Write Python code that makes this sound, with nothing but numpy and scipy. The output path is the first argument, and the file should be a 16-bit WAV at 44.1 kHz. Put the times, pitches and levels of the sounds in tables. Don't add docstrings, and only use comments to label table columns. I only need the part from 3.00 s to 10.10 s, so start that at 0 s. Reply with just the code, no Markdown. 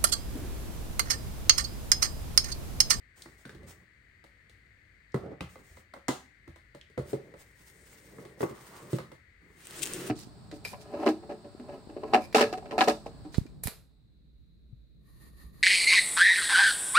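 import sys
import numpy as np
from scipy import signal
from scipy.fft import rfft, irfft, next_fast_len
from scipy.io import wavfile
from scipy.ndimage import uniform_filter1d

SR = 44100
rng = np.random.default_rng(int(sys.argv[2]) if len(sys.argv) > 2 else 0)


def unload_audio(sound):
    columns = np.transpose(np.atleast_2d(sound))
    steps = np.round(np.clip(columns, -1, 1) * 32767)
    wavfile.write(sys.argv[1], SR, steps.astype(np.int16))


N = 313048
TIME_S = np.arange(N) / SR
RING_S = np.arange(SR // 2) / SR

# frequency in Hz, left gain in dB, right gain in dB.
ROOM_HISS = [(860, -21, -57), (1390, -7.5, -37), (1747, 3, -52.5), (1915, 5.5, -17.5), (2100, 5.5, -38),
             (2574, -10.5, -33), (3350, -16, -45.5), (4600, -14, -23.5), (5130, -28, -41.5),
             (8500, -26.5, -44), (10800, -76, -48)]
# start in seconds, length in seconds, hiss in dB, body in dB.
RUBS = [(0.154, 0.085, -52.5, -71), (0.274, 0.084, -62, -64), (0.368, 0.055, -55.5, -85),
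        (0.454, 0.23, -68, -60), (0.663, 0.048, -50, -65), (0.729, 0.098, -70, -64),
        (2.482, 0.071, -56, -70), (2.565, 0.051, -65, -59), (2.628, 0.11, -59, -74),
        (2.752, 0.05, -59, -69), (4.38, 0.036, -53.5, -71), (4.582, 0.027, -63, -66.5),
        (4.848, .1, -57.5, -71), (5.076, 0.036, -62, -60), (5.999, 0.15, -71, -60.5),
        (6.4, 0.18, -69.5, -64.5)]
# start in seconds, level in dB, pitch in Hz.
NAIL_SNAPS = [(0.2202, -54.5, 4230), (0.2207, -56, 9100), (0.4515, -53.5, 1550), (0.4928, -55.5, 1690),
              (2.1195, -72, 4900), (3.812, -58, 3120)]
# start in seconds, relative strength, hardness and tick in dB, panel pitch in Hz.
FINGER_TAPS = [(0.258, -53, 4, -71, 293), (0.454, -50.5, -7.5, -53, 260), (0.493, -55.5, 0, -53.5, 447),
               (0.548, -54.5, -6, -58.5, 354), (0.631, -57.5, -11, -64, 557), (1.240, -61, 5.5, -59.5, 613),
               (1.495, -69, -1, -59, 460), (2.556, -55, 6, -62, 570), (2.77, -58, 6, -62, 575),
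               (2.937, -57.5, 16.5, -53.5, 596), (2.963, -53, 4, -80, 594), (3.477, -50.5, -3.5, -61, 295),
               (3.559, -66.5, 12, -60, 330), (3.748, -51, -1.5, -56.5, 640), (3.899, -64.5, -6.5, -67, 433),
               (4.339, -51.5, 0.5, -65, 464), (5.184, -48, -1, -83, 448), (5.251, -51, 1, -55.5, 392),
               (6.117, -53, 2.5, -56.5, 550)]
# frequency in Hz, relative level in dB, t60 in seconds.
BOX_MODES = [(96.7, -12.5, 0.53), (127.5, -11, 0.6), (141.1, 0.5, 0.21), (171.7, -3.5, 0.25),
             (214, 0.5, 0.12), (272.3, 0, 0.086), (327.2, 0, 0.16), (378.5, -2, 0.13), (424.6, -1, 0.095),
             (465.5, -13, 0.22), (501, -2.5, 0.14), (550.4, -7, 0.26), (644, -15, 0.087), (738, 4.5, 0.047),
             (836, 0.5, 0.1), (988, 1.5, 0.11), (1099, 10, 0.018), (1293, 3, 0.058), (1448, 2.5, 0.017),
             (1602, -2.5, 0.086), (2000, 1, 0.059), (2060, -1.5, 0.14)]
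DESK_MODES = [(63, -12, 0.3), (82.3, -11, 0.37), (103, -20, 0.14)]
# start in seconds, level in dB.
DESK_BUMPS = [(0.469, -62), (0.561, -53), (0.63, -53), (.70, -59), (2.189, -55), (2.412, -49), (2.711, -57),
              (3.49, -52), (3.985, -48)]
# start in seconds, relative levels of hollow, panel, rim and tick in dB,
# pitches of hollow, panel and snap in Hz.
LID_KNOCKS = [(2.143, -29.5, -30.5, -40, -48.5, 169, 405, 650),
              (2.407, -40.5, -43, -41.5, -47.5, 123, 248, 2590),
              (3.0822, -63, -56, -33, -42.5, 135, 486, 6800),
              (3.0875, -39.5, -28, -34, -34.5, 211, 268, 805), (3.977, -35, -32, -42, -50.5, 134, 466, 586),
              (4.131, -37.5, -29, -45, -51.5, 146, 430, 480), (5.406, -43, -34, -41, -52, 175, 416, 450),
              (5.429, -37, -27, -37.5, -68, 172, 388, 1060), (5.507, -46.5, -46.5, -58, -82, 195, 356, 494),
              (5.931, -27.5, -30.5, -48, -46.5, 137, 349.5, 400),
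              (5.985, -48, -46, -45, -47.5, 152, 497, 1040)]
# time in seconds, relative hiss and body in dB.
LID_MOVES = [
    [(3.98, -44, -63), (4.03, -69, -58.5), (4.09, -63.5, -54.5), (4.128, -64, -59.5), (4.158, -68, -69),
     (4.212, -99, -58.5), (4.33, -98, -52.5)],
    [(4.34, -73, -60), (4.374, -65, -51), (4.396, -63, -64), (4.552, -78.5, -76), (4.594, -69.5, -77.5),
     (4.83, -71, -64.5), (4.858, -68.5, -73.5), (5.168, -70, -55.5), (5.36, -76, -53)],
    [(5.37, -72, -28), (5.386, -57, -35), (5.416, -42, -54), (5.478, -65.5, -62), (5.71, -64.5, -60),
     (5.894, -64, -53), (5.926, -49, -57), (5.972, -58, -50), (5.99, -60, -55)],
]
# start in seconds, peak in dB.
GRIT_TICKS = [(6.6704, -25.5), (6.7088, -31), (6.794, -25), (6.821, -20.5), (6.8388, -22), (6.8567, -20.5),
              (6.863, -20), (6.873, -20), (6.9359, -19)]
# frequency in Hz, t60 in seconds.
ROOM_DECAY = [(100, 0.47), (400, 0.27), (1500, 0.29), (6000, 0.28), (14000, 0.21)]

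# frequency in Hz, gain in dB.
RUMBLE_EQ = [(20, -17), (35, -36.5), (52, 0.5), (75, -3), (110, -5.5), (160, -15), (460, -22), (950, -37),
             (2000, -15), (3200, -39), (5600, -43), (9000, -43), (16000, -42.5)]
RUB_HISS_EQ = [(500, 0.5), (1100, -5.5), (2000, -4), (3500, -7.5), (5500, -7.5), (8300, -3.5), (10000, -5),
               (14500, -8), (16000, 2.5)]
RUB_BODY_EQ = [(50, -24), (130, 6), (250, -1.5), (420, -1), (650, -18.5), (1200, -13.5), (2200, -49.5)]
DRAG_EQ = [(40, -32), (100, -1), (160, 7), (220, -3), (400, 4), (720, -6), (900, -18.5), (1400, -19),
           (2600, -33.5), (8000, -50)]
TICK_EQ = [(1200, -13.5), (2700, 6.5), (4200, 9.5), (5500, 0.5), (7800, 0.5), (10000, 4), (15000, -2.5)]
CRUNCH_EQ = [(250, -25.5), (600, 3.0), (820, -4.5), (1300, -3), (2400, -16.5), (4500, -35.5)]
RADIATION_EQ = [(30, -36), (70, -6.5), (120, -1)]
SINK_HISS_EQ = [(500, -10), (780, -2), (950, 5), (1150, -0.5), (1500, 7), (2400, 1), (5000, 1.5),
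                (7500, -0.5), (10000, 5), (13000, 2), (16000, 6.5)]
SINK_BODY_EQ = [(60, -29.5), (130, 0.5), (250, -7), (420, -1), (550, -6), (720, -17.5), (1120, -21),
                (2200, -35)]
SCRATCH_EQ = [(2000, -21), (4300, -6), (6000, -3), (8500, 7), (15000, -5.5)]
AIR_EQ = [(400, -17), (750, -7), (1100, 1), (1500, -8), (2400, -14), (6000, -24)]
SCRAPE_EQ = [(400, 2), (800, -1.5), (1600, 3), (2800, 0.5), (5200, -4), (8300, -4), (10000, 2),
             (14500, -3.5), (16000, -0.5)]
DRONE_EQ = [(50, -53), (100, -13), (150, 1.5), (230, -10.5), (350, 4), (450, -5.5), (600, -15), (1000, -35)]
GRIT_EQ = [(1200, -30), (2800, 0.5), (5000, -6.5), (8800, 4.5), (11000, -2), (15000, -5)]
REVERB_EQ = [(100, -8.5), (350, -2.5), (900, 6.5), (3000, -1.5), (9000, -5)]
MIC_EQ = [(9000, 1.5), (10300, -3), (11400, -24), (12500, -0.5), (14000, -4.5)]


def undb(db):
    return 10 ** (np.asarray(db) / 20)


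def unit(x):
    return x / np.sqrt(np.mean(x ** 2))


def fade(t60_s):
    return np.exp(-np.log(1000) * RING_S / t60_s)


def rise(tau_s):
    return 1 - np.exp(-RING_S / tau_s)


def strike(x, db):
    return x * undb(db) / np.sqrt(np.mean(x[..., RING_S < .025] ** 2))


def add(out, start_s, x):
    i = int(start_s * SR)
    out[:, i:i + x.shape[-1]] += x[:, :N - i]


def colour(x, eq):
    hz, db = np.transpose(eq)
    size = 2 * next_fast_len(x.shape[-1] // 2 + 2048)
    bins_hz = np.arange(size // 2 + 1) * SR / size
    gain_db = np.interp(np.log(bins_hz + 1), np.log(hz), db)
    cepstrum = irfft(gain_db * np.log(10) / 20)
    cepstrum[1:size // 2] *= 2
    cepstrum[size // 2 + 1:] = 0
    return irfft(rfft(x, size) * np.exp(rfft(cepstrum)), size)[..., :x.shape[-1]]


def stereo_noise(split_hz, left_db=0, size=len(RING_S), gain=1):
    hz = np.arange(size // 2 + 1) * SR / size
    apart = hz / (hz + split_hz) / (1 + (hz / 7500) ** 8)
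    spectra = rfft(rng.standard_normal((3, size)) * gain)
    pair = irfft(spectra[0] * np.sqrt(1 - apart) + spectra[1:] * np.sqrt(apart), size)
    return pair * undb(np.array([[left_db], [-left_db]]) / 2)


def walk(rate_hz):
    hold = int(SR / rate_hz)
    steps = np.repeat(rng.standard_normal(N // hold + 1), hold)
    return unit(uniform_filter1d(steps, hold)[:N])


def background(rumble_db=-65, hiss_db=-65, lag_s=0.00031):
    rumble = colour(stereo_noise(split_hz=1000, left_db=1, size=N), RUMBLE_EQ)
    source = rng.standard_normal(N)
    left = colour(source, [(hz, db) for hz, db, _ in ROOM_HISS])
    right = colour(source, [(hz, db) for hz, _, db in ROOM_HISS])
    hiss = np.array([left, np.interp(TIME_S - lag_s, TIME_S, right)])
    return unit(rumble) * undb(rumble_db + .5 * walk(0.99)) + unit(hiss) * undb(hiss_db)


def friction(eq, grain_db, flutter_db, flutter_hz, split_hz, left_db=0):
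    catches = np.minimum(rng.exponential(size=N // 16 + 1), 6)
    grain = undb(grain_db * np.repeat(catches, 16)[:N])
    slips = stereo_noise(split_hz, left_db, size=N, gain=grain)
    return unit(colour(slips, eq)) * undb(flutter_db * walk(flutter_hz))


def scuff(start_s, length_s, attack_s=0.021, release_s=0.021):
    attack = np.clip((TIME_S - start_s) / attack_s, 0, 1)
    return attack * np.exp(-np.maximum(TIME_S - start_s - length_s, 0) / release_s)


def rubbing(drag_db=-39, drag_peak_s=2.276, drag_width_s=0.062):
    hiss = friction(RUB_HISS_EQ, grain_db=1, flutter_db=2.5, flutter_hz=24, split_hz=970, left_db=0.5)
    body = friction(RUB_BODY_EQ, grain_db=1.5, flutter_db=2.5, flutter_hz=76,
                    split_hz=1400, left_db=-2.5)
    chatter = friction(DRAG_EQ, grain_db=3, flutter_db=3, flutter_hz=70, split_hz=1400, left_db=-1.5)
    strokes = sum(scuff(start_s, length_s) * (hiss * undb(hiss_db) + body * undb(body_db))
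                  for start_s, length_s, hiss_db, body_db in RUBS)
    drag = np.exp(-((TIME_S - drag_peak_s) / drag_width_s) ** 2)
    return strokes + chatter * undb(drag_db) * drag


def snap(db, hz):
    burst = stereo_noise(split_hz=2900) * (fade(0.011) + 0.062 * fade(0.31)) * rise(0.0011)
    peak_eq = [(hz / 3, -32), (hz / 1.45, -12), (hz, 0), (hz * 1.45, -12), (hz * 3, -25), (hz * 8, -52)]
    return strike(colour(burst, peak_eq), db)


def nail_snaps():
    out = np.zeros((2, N))
    for start_s, db, hz in NAIL_SNAPS:
        add(out, start_s, snap(db, hz))
    return out


def favour(pitch_hz, log_width, db):
    return db * np.exp(-(np.log(np.array(BOX_MODES)[:, 0] / pitch_hz) / log_width) ** 2)


def box_ring(lo_hz, hi_hz, rise_s, early_t60_s, late_gain, boost_db=0):
    hz, db, t60_s = np.transpose(BOX_MODES)
    shared, side, detune, uneven = rng.standard_normal((len(BOX_MODES), 4)).T
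    apart = np.minimum((hz / 640) ** 2, 1)
    gain = undb(db + boost_db + 2 * uneven)
    out = 0
    for k in np.flatnonzero((hz > lo_hz) & (hz < hi_hz)):
        phase = 0.64 * shared[k] + apart[k] * side[k] * np.array([[1], [-1]])
        wave = np.sin(2 * np.pi * hz[k] * (1 + 0.024 * detune[k]) * RING_S + phase)
        out = out + gain[k] * fade(t60_s[k]) * wave
    return out * rise(rise_s) * (fade(early_t60_s) + late_gain)


def blow(hollow_db, panel_db, rim_db, tick_db, hollow_hz, panel_hz):
    hollow = box_ring(0, 245, rise_s=0.0071, early_t60_s=0.16, late_gain=0.13,
                      boost_db=favour(hollow_hz, log_width=0.077, db=5.5))
    panel = box_ring(245, 700, rise_s=0.0041, early_t60_s=0.062, late_gain=0.23,
                     boost_db=favour(panel_hz, log_width=0.14, db=11))
    rim = box_ring(700, 3000, rise_s=0.0024, early_t60_s=0.012, late_gain=0.35)
    crush = stereo_noise(split_hz=700) * (fade(.025) + .22 * fade(.16))
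    crunch = colour(crush, CRUNCH_EQ)
    contact = stereo_noise(split_hz=1400, left_db=2) * (fade(0.011) + 0.19 * fade(0.31))
    tick = colour(contact * rise(0.0011), TICK_EQ)
    shell = strike(panel, panel_db) + strike(rim, rim_db - 4.5) + strike(crunch, rim_db - 6)
    shell = shell * undb([[-0.5], [0.5]])
    return strike(hollow, hollow_db) + shell + strike(tick, tick_db - 5.5)


def finger_taps(hollow_hz=158.4):
    out = np.zeros((2, N))
    for start_s, db, hardness_db, tick_db, panel_hz in FINGER_TAPS:
        hollow_db = db - 6 - hardness_db
        rim_db = db - 4 + hardness_db
        add(out, start_s, blow(hollow_db, db, rim_db, tick_db, hollow_hz, panel_hz))
    return out


def desk_bumps(rise_s=0.0059):
    out = np.zeros((2, N))
    ring = sum(undb(db) * fade(t60_s) * np.sin(2 * np.pi * hz * RING_S) for hz, db, t60_s in DESK_MODES)
    for start_s, db in DESK_BUMPS:
        add(out, start_s, strike(ring * rise(rise_s), db)[None])
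    return out


def lid_knocks(rebound_s=.017, rebound_db=-11):
    out = np.zeros((2, N))
    for start_s, hollow_db, panel_db, rim_db, tick_db, hollow_hz, panel_hz, snap_hz in LID_KNOCKS:
        hit = (hollow_db, panel_db, rim_db, tick_db, hollow_hz, panel_hz)
        add(out, start_s, blow(*hit) + snap(rim_db - 5.5, snap_hz))
        add(out, start_s + rebound_s, undb(rebound_db) * blow(*hit))
    return out


def move_gain(times_s, db, ramp_s=0.15):
    inside_s = np.minimum(TIME_S - times_s[0], times_s[-1] + 0.047 - TIME_S)
    return np.clip(inside_s / ramp_s, 0, 1) * undb(np.interp(TIME_S, times_s, db))


def lid_sinking(air_db=-61):
    hiss = friction(SINK_HISS_EQ, grain_db=2.5, flutter_db=-3.5, flutter_hz=51, split_hz=1300)
    scratch = friction(SCRATCH_EQ, grain_db=0, flutter_db=4, flutter_hz=14, split_hz=2700, left_db=6)
    body = friction(SINK_BODY_EQ, grain_db=1, flutter_db=1, flutter_hz=41, split_hz=1900, left_db=-0.5)
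    air = friction(AIR_EQ, grain_db=-1, flutter_db=3, flutter_hz=25, split_hz=1400, left_db=-2.5)
    contact = undb(8) * hiss + scratch
    out = air * undb(air_db) * scuff(start_s=5.43, length_s=0.58)
    for move in LID_MOVES:
        times_s, hiss_db, body_db = np.transpose(move)
        out += contact * move_gain(times_s, hiss_db) + body * move_gain(times_s, body_db + 1)
    return out


def box_push(start_s=6.554, speed_up_s=0.35, scrape_db_per_s=-5.5, drone_db_per_s=27):
    scrape = friction(SCRAPE_EQ, grain_db=0.6, flutter_db=1, flutter_hz=120, split_hz=1100, left_db=-0.5)
    dust = friction(GRIT_EQ, grain_db=1, flutter_db=7, flutter_hz=45, split_hz=6000, left_db=8.5)
    drone = friction(DRONE_EQ, grain_db=1, flutter_db=1, flutter_hz=45, split_hz=3000)
    speed = np.clip((TIME_S - start_s) / speed_up_s, 0, 1)
    glide_s = TIME_S - start_s - speed_up_s
    scrape_gain = undb(-43 + scrape_db_per_s * glide_s)
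    drone_gain = undb(-46.5 + drone_db_per_s * glide_s)
    return speed * ((scrape + undb(-11) * dust) * scrape_gain + drone * drone_gain)


def grit(crack_t60_s=0.0025, tail_db=-28):
    out = np.zeros((2, N))
    envelope = fade(crack_t60_s) + undb(tail_db) * fade(0.45)
    for start_s, peak_db in GRIT_TICKS:
        crack = colour(stereo_noise(split_hz=11000, left_db=3.5) * envelope, GRIT_EQ)
        add(out, start_s, crack * undb(peak_db) / np.abs(crack.mean(axis=0)).max())
    return out


def room(x, wet_db, gap_s):
    hz, t60_s = np.transpose(ROOM_DECAY)
    edges_hz = np.geomspace(60, 16000, 9)
    noise = stereo_noise(split_hz=700)
    tail = 0
    for lo, hi in zip(edges_hz, edges_hz[1:]):
        band = signal.sosfilt(signal.butter(2, [lo, hi], "band", fs=SR, output="sos"), noise)
        tail = tail + band * fade(np.interp(np.log(lo * hi) / 2, np.log(hz), t60_s))
    tail = tail * np.clip(RING_S / gap_s - 1, 0, 1)
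    tail = colour(unit(tail) / np.sqrt(len(RING_S)), REVERB_EQ)
    return undb(wet_db) * signal.fftconvolve(x, tail, axes=1)[:, :N]


def scene():
    blows = colour(lid_knocks() + finger_taps(), RADIATION_EQ) + nail_snaps()
    slides = rubbing() + lid_sinking() + box_push() + grit()
    bumps = desk_bumps()
    reverb = room(blows, wet_db=-8.5, gap_s=0.003) + room(slides, wet_db=-9.5, gap_s=0.0066)
    return blows + slides + bumps + reverb + background()


def record(dry, port_hz=11400, port_q=3.14, top_hz=15900):
    left, right = colour(dry, MIC_EQ)
    right = 2 * signal.lfilter(*signal.iirnotch(port_hz, port_q, fs=SR), right) - right
    lowpass = signal.ellip(10, .2, 70, top_hz, fs=SR, output="sos")
    return signal.sosfilt(lowpass, np.array([left, right]))


dry = scene()
out = record(dry)
unload_audio(out)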